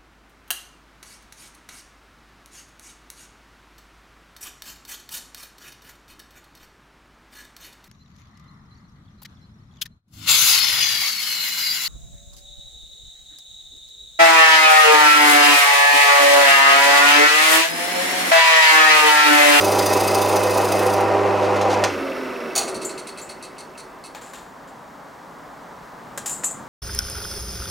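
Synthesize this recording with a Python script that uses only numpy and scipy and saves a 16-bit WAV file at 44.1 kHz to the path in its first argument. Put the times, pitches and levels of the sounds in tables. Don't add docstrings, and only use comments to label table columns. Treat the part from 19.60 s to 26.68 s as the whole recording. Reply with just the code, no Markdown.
import sys
import numpy as np
from scipy import signal
from scipy.fft import rfft, irfft, next_fast_len
from scipy.io import wavfile
from scipy.ndimage import uniform_filter1d

SR = 44100
rng = np.random.default_rng(int(sys.argv[2]) if len(sys.argv) > 2 else 0)


def master_out(mix):
    frames = np.transpose(np.atleast_2d(mix))
    ceiling = np.clip(frames, -1, 1)
    pcm = np.round(ceiling * 32767).astype(np.int16)
    wavfile.write(sys.argv[1], SR, pcm)


N = 312228
TIME = np.arange(N) / SR
FFT_SIZE = next_fast_len(N, real=True)
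BIN_HZ = np.maximum(np.arange(FFT_SIZE // 2 + 1) * SR / FFT_SIZE, 1)
SWITCH_OFF_S = 2.262
DROP_IN_S, DROP_IN_HZ = 2.96, 18.67


def from_db(db):
    return 10 ** (np.asarray(db) / 20)


def unit_rms(x):
    return x / np.sqrt(np.mean(x ** 2) + 1e-20)


def pan(right_db):
    return from_db([[-right_db], [right_db]])


def over_bins(points):
    hz, value = np.transpose(points)
    return np.interp(np.log(BIN_HZ), np.log(hz), value)


def drift(rate_hz):
    spectrum = rfft(rng.standard_normal(FFT_SIZE)) / (1 + (BIN_HZ / rate_hz) ** 2)
    return unit_rms(irfft(spectrum, FFT_SIZE)[:N])


def grains(spread_db):
    return from_db(spread_db * drift(720))


def dies_after(start_s, decay_s):
    return np.exp(-np.maximum(TIME - start_s, 0) / decay_s)


def blows(rows, decay_s):
    return np.sqrt(sum((from_db(db) * (TIME >= s) * dies_after(s, decay_s)) ** 2 for s, db in rows))


def strokes(rows, rise_s, decay_s):
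    return sum(from_db(db) * np.clip((TIME - s) / rise_s, 0, 1) * dies_after(s + length_s, decay_s)
               for s, length_s, db in rows)


def resonances(modes):
    return sum((-1) ** k * from_db(db) / (1 + 1j * (BIN_HZ ** 2 - hz ** 2) / (BIN_HZ * width_hz))
               for k, (hz, width_hz, db) in enumerate(modes))


# frequency_hz, coherence
NEAR_COHERENCE = [(60, 0.75), (250, 0.87), (600, 0.94), (1000, 0.81), (2000, .94), (4000, 0.99), (12000, 1)]

def noise(response, coherence=NEAR_COHERENCE, excite=1):
    shares = np.sqrt(1 + np.clip(over_bins(coherence), -1, 1) * [[1], [-1]])
    source = rfft(rng.standard_normal((2, N)) * excite, FFT_SIZE)
    mid, side = irfft(source * response * shares, FFT_SIZE)[:, :N]
    return unit_rms(mid + side * np.array([[1], [-1]]))


def coloured(spectrum, coherence=NEAR_COHERENCE, excite=1):
    return noise(from_db(over_bins(spectrum)), coherence, excite)


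# frequency_hz, density_db
BACKGROUND_SPECTRUM = [(15, -51), (25, -15), (55, -8.5), (102, -13), (161, -2), (200, -4), (284, -1),
                       (342, -8.5), (371, -5.5), (981, -0.5), (1980, -12.5), (2520, -21.5), (7420, -28.5),
                       (10800, -35.5), (15800, -34)]
# frequency_hz, coherence
BACKGROUND_COHERENCE = [(60, 0.72), (150, 0.91), (380, 0.84), (950, 0.69), (2380, 0.81), (5980, 1),
                        (15000, 0.97)]
# time_s, level_db
BACKGROUND_LEVEL = [(4.7, -42), (7.0, -39)]

def background_noise():
    level_db = np.interp(TIME, *np.transpose(BACKGROUND_LEVEL))
    return from_db(level_db) * coloured(BACKGROUND_SPECTRUM, BACKGROUND_COHERENCE) * pan(-.2)


def reverberate(dry, t60_s=0.33, wet_db=-8):
    spectrum = [(100, -9), (1000, -3), (6000, -4), (16000, -10.5)]
    tail = coloured(spectrum, coherence=[(100, 1), (12000, 1)])
    tail *= (TIME > .004) * from_db(-60 * TIME / t60_s)
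    tail = tail[:, :SR // 2] / np.sqrt(np.sum(tail ** 2) / 2)
    return dry + from_db(wet_db) * signal.fftconvolve(dry, tail, axes=1)[:, :N]


# start_s, length_s, level_db
BUMP_CONTACTS = [(3.155, 0.021, -38.5), (6.44, 0.2, -48.5), (6.7, 0.12, -47.5), (6.94, .13, -45)]
# frequency_hz, density_db
BUMP_SPECTRUM = [(25, -8), (60, -8), (130, 6), (230, 7.5), (330, 4), (900, -45)]

def bumps():
    return strokes(BUMP_CONTACTS, rise_s=0.0058, decay_s=0.017) * coloured(BUMP_SPECTRUM)


# start_s, length_s, level_db
SCUFF_CONTACTS = [(1.82, 0.037, -37.5), (1.955, 0.016, -34), (2.008, 0.012, -28.5), (2.095, 0.048, -31)]
# start_s, level_db
BUTTON_SNAPS = [(2.2385, -14), (2.248, -21.5)]
# frequency_hz, density_db
SNAP_SPECTRUM = [(200, -23), (900, 4), (2000, 7), (3500, 3), (6500, 1), (7700, -7.5), (9800, -8),
                 (11500, -20), (14000, -16), (16000, -28)]

def scuffs_and_button():
    scuffs = strokes(SCUFF_CONTACTS, rise_s=0.0073, decay_s=.012)
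    snaps = blows(BUTTON_SNAPS, decay_s=0.0063)
    return (scuffs + snaps) * coloured(SNAP_SPECTRUM, excite=grains(2.3))


# start_s, chatter_decay_s, ring_db, tick_db, knock_db
RULE_CONTACTS = [(3.246, 0.013, -26, -43, -60), (3.613, .024, -39.5, -49, -60),
                 (4.548, 0.021, -46, -53, -34), (4.613, .11, -47, -52, -45), (4.735, .046, -55, -46.5, -40),
                 (5.075, .02, -57, -60, -50), (6.576, 0.0086, -47, -25, -26.5),
                 (6.6592, 0.029, -25.5, -28.5, -34), (6.693, 0.044, -27, -43, -47),
                 (6.836, 0.0095, -25, -45, -31), (6.843, 0.015, -19, -48, -54),
                 (6.909, 0.0057, -32, -46, -54)]
# pitch_hz, level_db, t60_s
STEEL_MODES = [(2684, -19.5, 0.058), (3930, -26, 0.11), (4480, -33, 0.088), (6280, -7.5, 0.13),
               (6850, -6, 0.13), (7054, 3.5, 0.074), (7170, 5.5, 0.068), (7550, 2, 0.063), (7730, 0, 0.12),
               (8140, -5, .14), (8520, -3, 0.18), (8807, -12, .12), (9260, -2.5, .1), (10200, -9, 0.079),
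               (11000, -6.5, 0.15), (12200, -11, 0.086), (12900, -16, .1), (13650, -17, .11),
               (14150, -17, .08), (14950, -20, .08)]
# frequency_hz, density_db
TICK_SPECTRUM = [(2000, -16), (5500, -3), (7500, 7.5), (9500, -2.5), (13000, -7), (16000, -13)]
# frequency_hz, density_db
KNOCK_SPECTRUM = [(100, -27), (400, -4), (850, 2.5), (1150, 0), (1400, -5), (1700, 0.5), (2200, -8),
                  (2700, -6.5), (4000, -8.5), (9000, -24)]

def steel_rule(touches_per_s=1800, ring_trim_db=-1, impact=0.44):
    length = SR // 3
    t = np.arange(length) / SR
    rings, tick, knock = np.zeros(N + length), np.zeros(N), np.zeros(N)
    for start_s, decay_s, ring_db, tick_db, knock_db in RULE_CONTACTS:
        touches = (rng.random(length) < touches_per_s / SR) * np.exp(-t / decay_s)
        ringing = 0
        for hz, db, t60_s in STEEL_MODES:
            radius, angle = from_db(-60 / (t60_s * SR)), 2 * np.pi * hz / SR
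            force = impact * (t == 0) + touches * rng.standard_normal(length)
            mode = signal.lfilter([1], [1, -2 * radius * np.cos(angle), radius ** 2], force + 1e-18)
            ringing += from_db(db + rng.normal(0, 1)) * unit_rms(mode)
        start = round(start_s * SR)
        peak_rms = np.sqrt(uniform_filter1d(ringing ** 2, size=256).max())
        rings[start:start + length] += from_db(ring_db + ring_trim_db) * ringing / peak_rms
        contact = np.exp(-TIME[:N - start] / decay_s)
        tick[start:] += from_db(tick_db) * contact
        knock[start:] += from_db(knock_db) * contact
    chatter = grains(2.8)
    ticks = tick * coloured(TICK_SPECTRUM, excite=chatter)
    knocks = knock * coloured(KNOCK_SPECTRUM, excite=chatter)
    return (rings[:N] + ticks + knocks) * pan(-1.1)


def motor_speed(free_slowing_hz_per_s=7.3, friction_hz_per_s=4.778, drag_per_turn=.06037):
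    since_s = TIME - DROP_IN_S
    knee_hz = np.sqrt(friction_hz_per_s / drag_per_turn)
    angle = np.arctan(DROP_IN_HZ / knee_hz) - drag_per_turn * knee_hz * np.maximum(since_s, 0)
    braked_hz = knee_hz * np.tan(np.maximum(angle, 0))
    return braked_hz - free_slowing_hz_per_s * np.clip(since_s, SWITCH_OFF_S - DROP_IN_S, 0)


def motor_turns():
    turns = np.cumsum(motor_speed()) / SR
    return turns - np.interp(DROP_IN_S, TIME, turns) - .041


def once_a_turn(after_s, lead_turns=0):
    passes = np.flatnonzero(np.diff(np.floor(motor_turns() + lead_turns)))
    passes = passes[TIME[passes] > after_s]
    return TIME[passes], motor_speed()[passes]


def coasting_db(speed_hz, drop_in_db, db_per_hz):
    return drop_in_db + db_per_hz * (speed_hz - DROP_IN_HZ)


# start_s, level_db
SWITCH_IMPACTS = [(2.953, -23), (2.961, -16.5), (2.978, -15.5), (2.99, -35)]
# frequency_hz, density_db
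CLACK_SPECTRUM = [(150, -25), (400, -20), (700, -4), (1200, -24), (2500, -5), (3600, 0), (4500, -5),
                  (5200, -1), (6800, 8), (7700, 0.5), (9500, 6), (11300, -8), (16000, -3)]
# pitch_hz, bandwidth_hz, gain_db
COVER_MODES = [(670, 31, -1), (805, 41, -7), (1060, 190, -14), (2160, 35, -2), (2555, 72, -2.5),
               (4510, 140, 6), (5870, 88, 1.5), (6700, 160, 5), (8300, 80, 1), (9530, 130, 5)]

def centrifugal_switch():
    clack = from_db(-5) * coloured(CLACK_SPECTRUM)
    cover = from_db(-2) * noise(resonances(COVER_MODES))
    after_ring = blows([(2.965, -26.5)], decay_s=0.077) * noise(resonances(COVER_MODES[:3]))
    return blows(SWITCH_IMPACTS, decay_s=0.017) * (clack + cover) + after_ring


# frequency_hz, density_db
SCRAPE_SPECTRUM = [(250, -16), (700, -22), (1600, -14), (2200, 3), (3400, 3.5), (4100, 8), (4500, 3),
                   (5000, 7), (6100, 3), (7400, 8), (8500, -1), (9800, 12), (11500, -4), (16000, -13)]
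# pitch_hz, bandwidth_hz, gain_db
COLLAR_MODES = [(2126, 50, 0), (2626, 38, 2), (3990, 100, -2), (4345, 130, 4), (4480, 190, 1.5),
                (5900, 80, -5), (6150, 150, -6), (8070, 120, -2), (8540, 150, -2), (9140, 70, -4),
                (9900, 150, -14)]

def collar_rubs(rub_s=.017, stretch_s_per_hz=0.00092):
    start_s, speed_hz = once_a_turn(DROP_IN_S + rub_s)
    length_s = rub_s + stretch_s_per_hz * (DROP_IN_HZ - speed_hz)
    level_db = coasting_db(speed_hz, -31, db_per_hz=0.67)
    contact = strokes(zip(start_s, length_s, level_db), rise_s=0.0015, decay_s=0.011)
    scrape = from_db(-6) * coloured(SCRAPE_SPECTRUM, excite=grains(3.3))
    ring = from_db(-3) * noise(resonances(COLLAR_MODES))
    return contact * (scrape + ring)


def chirps_per_turn(length_s=0.013, pitch_hz=2600, scatter_db=1):
    start_s, speed_hz = once_a_turn(SWITCH_OFF_S, lead_turns=0.13)
    level_db = coasting_db(speed_hz, -41, db_per_hz=0.73)
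    level_db += scatter_db * rng.standard_normal(N)[:len(start_s)]
    chirps = [(s, length_s, db) for s, db in zip(start_s, level_db)]
    return strokes(chirps, rise_s=0.0087, decay_s=.005) * noise(resonances([(pitch_hz, 410, 0)]) ** 2)


# multiple_of_motor_speed, level_db
WHIRR_ORDERS = [(12.2, -6.5), (20.5, -13), (24.2, -7.5)]
# frequency_hz, density_db
RUMBLE_SPECTRUM = [(30, -36), (130, -19), (210, -7), (290, -2.5), (380, 2.5), (450, -2), (620, -2.5),
                   (760, -11), (1300, -9.5), (2500, -62)]
# pitch_hz, bandwidth_hz, gain_db
STAND_MODES = [(376.4, 11, -1), (644, 85, -14.5), (943, 11, -12.5), (1202, 40, -17)]
# frequency_hz, density_db
HISS_SPECTRUM = [(500, -12), (1300, 4.5), (1800, 2), (2800, -7), (3500, -8.5), (5600, -14), (7000, -21.5),
                 (11000, -21.5), (16000, -27)]
# pitch_hz, bandwidth_hz, gain_db
BEARING_MODES = [(1305, 41, 2), (1483, 39, 3.5), (2016, 38, 2.5), (2237, 22, 3), (2640, 32, -1),
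                 (5450, 280, -14.5)]

def coasting_lathe(critical_hz=14, critical_width_hz=3.7, critical_db=6, crawl_hz=3, roughness=0.6):
    speed_hz, turns = motor_speed(), motor_turns()
    whirr = 0
    for order, db in WHIRR_ORDERS:
        amplitude = from_db(db) * (1 + roughness * drift(8.2))
        whirr += amplitude * np.sin(2 * np.pi * order * turns + roughness * drift(2.9))
    rumble = from_db(-3) * coloured(RUMBLE_SPECTRUM)
    stand = from_db(-6) * noise(resonances(STAND_MODES))
    grit = grains(2.0)
    hiss = from_db(-1) * coloured(HISS_SPECTRUM, excite=grit)
    bearings = from_db(-3) * noise(resonances(BEARING_MODES), excite=grit)
    shaking_db = critical_db * np.exp(-((speed_hz - critical_hz) / critical_width_hz) ** 2)
    running = (from_db(coasting_db(speed_hz, -31.5, db_per_hz=1.0) + shaking_db) * (rumble + stand)
               + from_db(coasting_db(speed_hz, -39, db_per_hz=1.03)) * (hiss + bearings)
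               + from_db(coasting_db(speed_hz, -35.5, db_per_hz=2.5)) * whirr
               + chirps_per_turn())
    onset = 1 - dies_after(SWITCH_OFF_S, 0.011)
    return running * onset * np.tanh(speed_hz / crawl_hz) * pan(.6)


# rate_hz, crest_s
LOAD_THROBS = [(7.4, .061), (4.5, .117)]

def lathe_load(idle_db=0.5, cutting_db=0.9, wander_db=0.1):
    depth_db = idle_db + (cutting_db - idle_db) * gouge_contact()
    throb = sum(np.cos(2 * np.pi * hz * (TIME - crest_s)) for hz, crest_s in LOAD_THROBS)
    return from_db(depth_db * throb + wander_db * drift(14))


# pitch_hz, bandwidth_hz, gain_db
FRAME_MODES = [(328, 50, -6.5), (377, 43, -2), (507, 45.5, -1), (628, 70, -4), (784.7, 33.5, 2),
               (989.6, 19, 1), (1846, 18, -12.5), (2055, 25, -13), (2564, 23, -14.5)]
# frequency_hz, density_db
RATTLE_SPECTRUM = [(30, -30), (120, -18.5), (220, -11.5), (330, -1.5), (600, -1), (1050, -1.5),
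                   (1400, -6.5), (1750, -14.5), (2700, -15), (3400, -24.5), (5500, -26.5), (8000, -35.5),
                   (11000, -40), (16000, -50)]
# multiple_of_mains, level_db
HUM_HARMONICS = [(2, -33.5), (4, -38.5), (6, -36.5), (8, -28.5), (10, -30.5), (12, -31), (24, -54)]

def powered_lathe(mains_hz=50, rattle_db=-18, buzz=.6, waver=.3, flutter_rad=0.17):
    load = lathe_load()
    mains_phase = 2 * np.pi * mains_hz * TIME
    torque = (1 + buzz * np.cos(2 * mains_phase)) ** 2
    frame = from_db(-3) * load * noise(resonances(FRAME_MODES), excite=torque)
    rattle = from_db(-5) * np.sqrt(load) * coloured(RATTLE_SPECTRUM, excite=grains(1.7))
    hum = 0
    for harmonic, db in HUM_HARMONICS:
        looseness = np.clip((harmonic - 2) / 6, 0, 1)
        swell = load ** looseness * (1 + waver * looseness * drift(1.6))
        phase = harmonic * mains_phase + flutter_rad * looseness * drift(6) + rng.uniform(0, 2 * np.pi)
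        hum += from_db(db) * np.sqrt(2) * swell * np.sin(phase)
    field = (1 - dies_after(SWITCH_OFF_S, 0.026)) * dies_after(SWITCH_OFF_S, 0.1)
    after_hum = from_db(-33.5) * field * np.sin(2 * np.pi * 93 * TIME)
    power = dies_after(SWITCH_OFF_S, 0.024)
    return from_db(rattle_db) * (frame + rattle) * power * pan(.3) + (hum * power + after_hum) * pan(1.8)


def gouge_contact(lift_s=1.332, decay_s=0.074):
    return dies_after(lift_s, decay_s)


# frequency_hz, density_db
SHAVING_SPECTRUM = [(1000, -11), (2500, -9), (4000, -4.5), (6400, -4), (7600, -8.5), (10000, -5.5),
                    (12500, -11.5), (16000, -13)]
# pitch_hz, bandwidth_hz, gain_db
GOUGE_MODES = [(2560, 55, 5), (3610, 34, 1), (4860, 76, 3.5), (5150, 38, 1), (5900, 61, -2),
               (6385, 56, 0.5), (8910, 50, 3.5), (10600, 120, -14), (14300, 160, -6)]

def gouge(spindle_hz=13.97, first_bite_s=.05, cut_db=-28.5, easing_db_per_s=4.5, sharpness=4.5):
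    alignment = np.cos(2 * np.pi * spindle_hz * (TIME - first_bite_s))
    hard_bite = np.exp(sharpness * (alignment - 1))
    soft_bite = np.exp(-sharpness * (alignment + 1))
    bite_db = (10 * hard_bite + 6 * soft_bite) * (1 + 0.18 * drift(13))
    fibres = from_db(bite_db) * grains(2.0)
    shaving = from_db(-.5) * coloured(SHAVING_SPECTRUM, excite=fibres)
    ring = from_db(-3.5) * noise(resonances(GOUGE_MODES), excite=fibres)
    chips = from_db(-9) * noise(resonances([(11100, 5700, 0)]), excite=hard_bite * grains(1.9))
    pressure = from_db(cut_db - easing_db_per_s * TIME)
    return pressure * gouge_contact() * (shaving + ring + chips)


def scene():
    background = background_noise() + bumps()
    contacts = (gouge() + scuffs_and_button() + centrifugal_switch() + collar_rubs()) * pan(.3)
    contacts += steel_rule()
    return background + powered_lathe() + coasting_lathe() + reverberate(contacts)


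def record(dry):
    return signal.sosfilt(signal.ellip(10, .2, 80, 15900, fs=SR, output="sos"), dry)


dry = scene()
out = record(dry)
master_out(out)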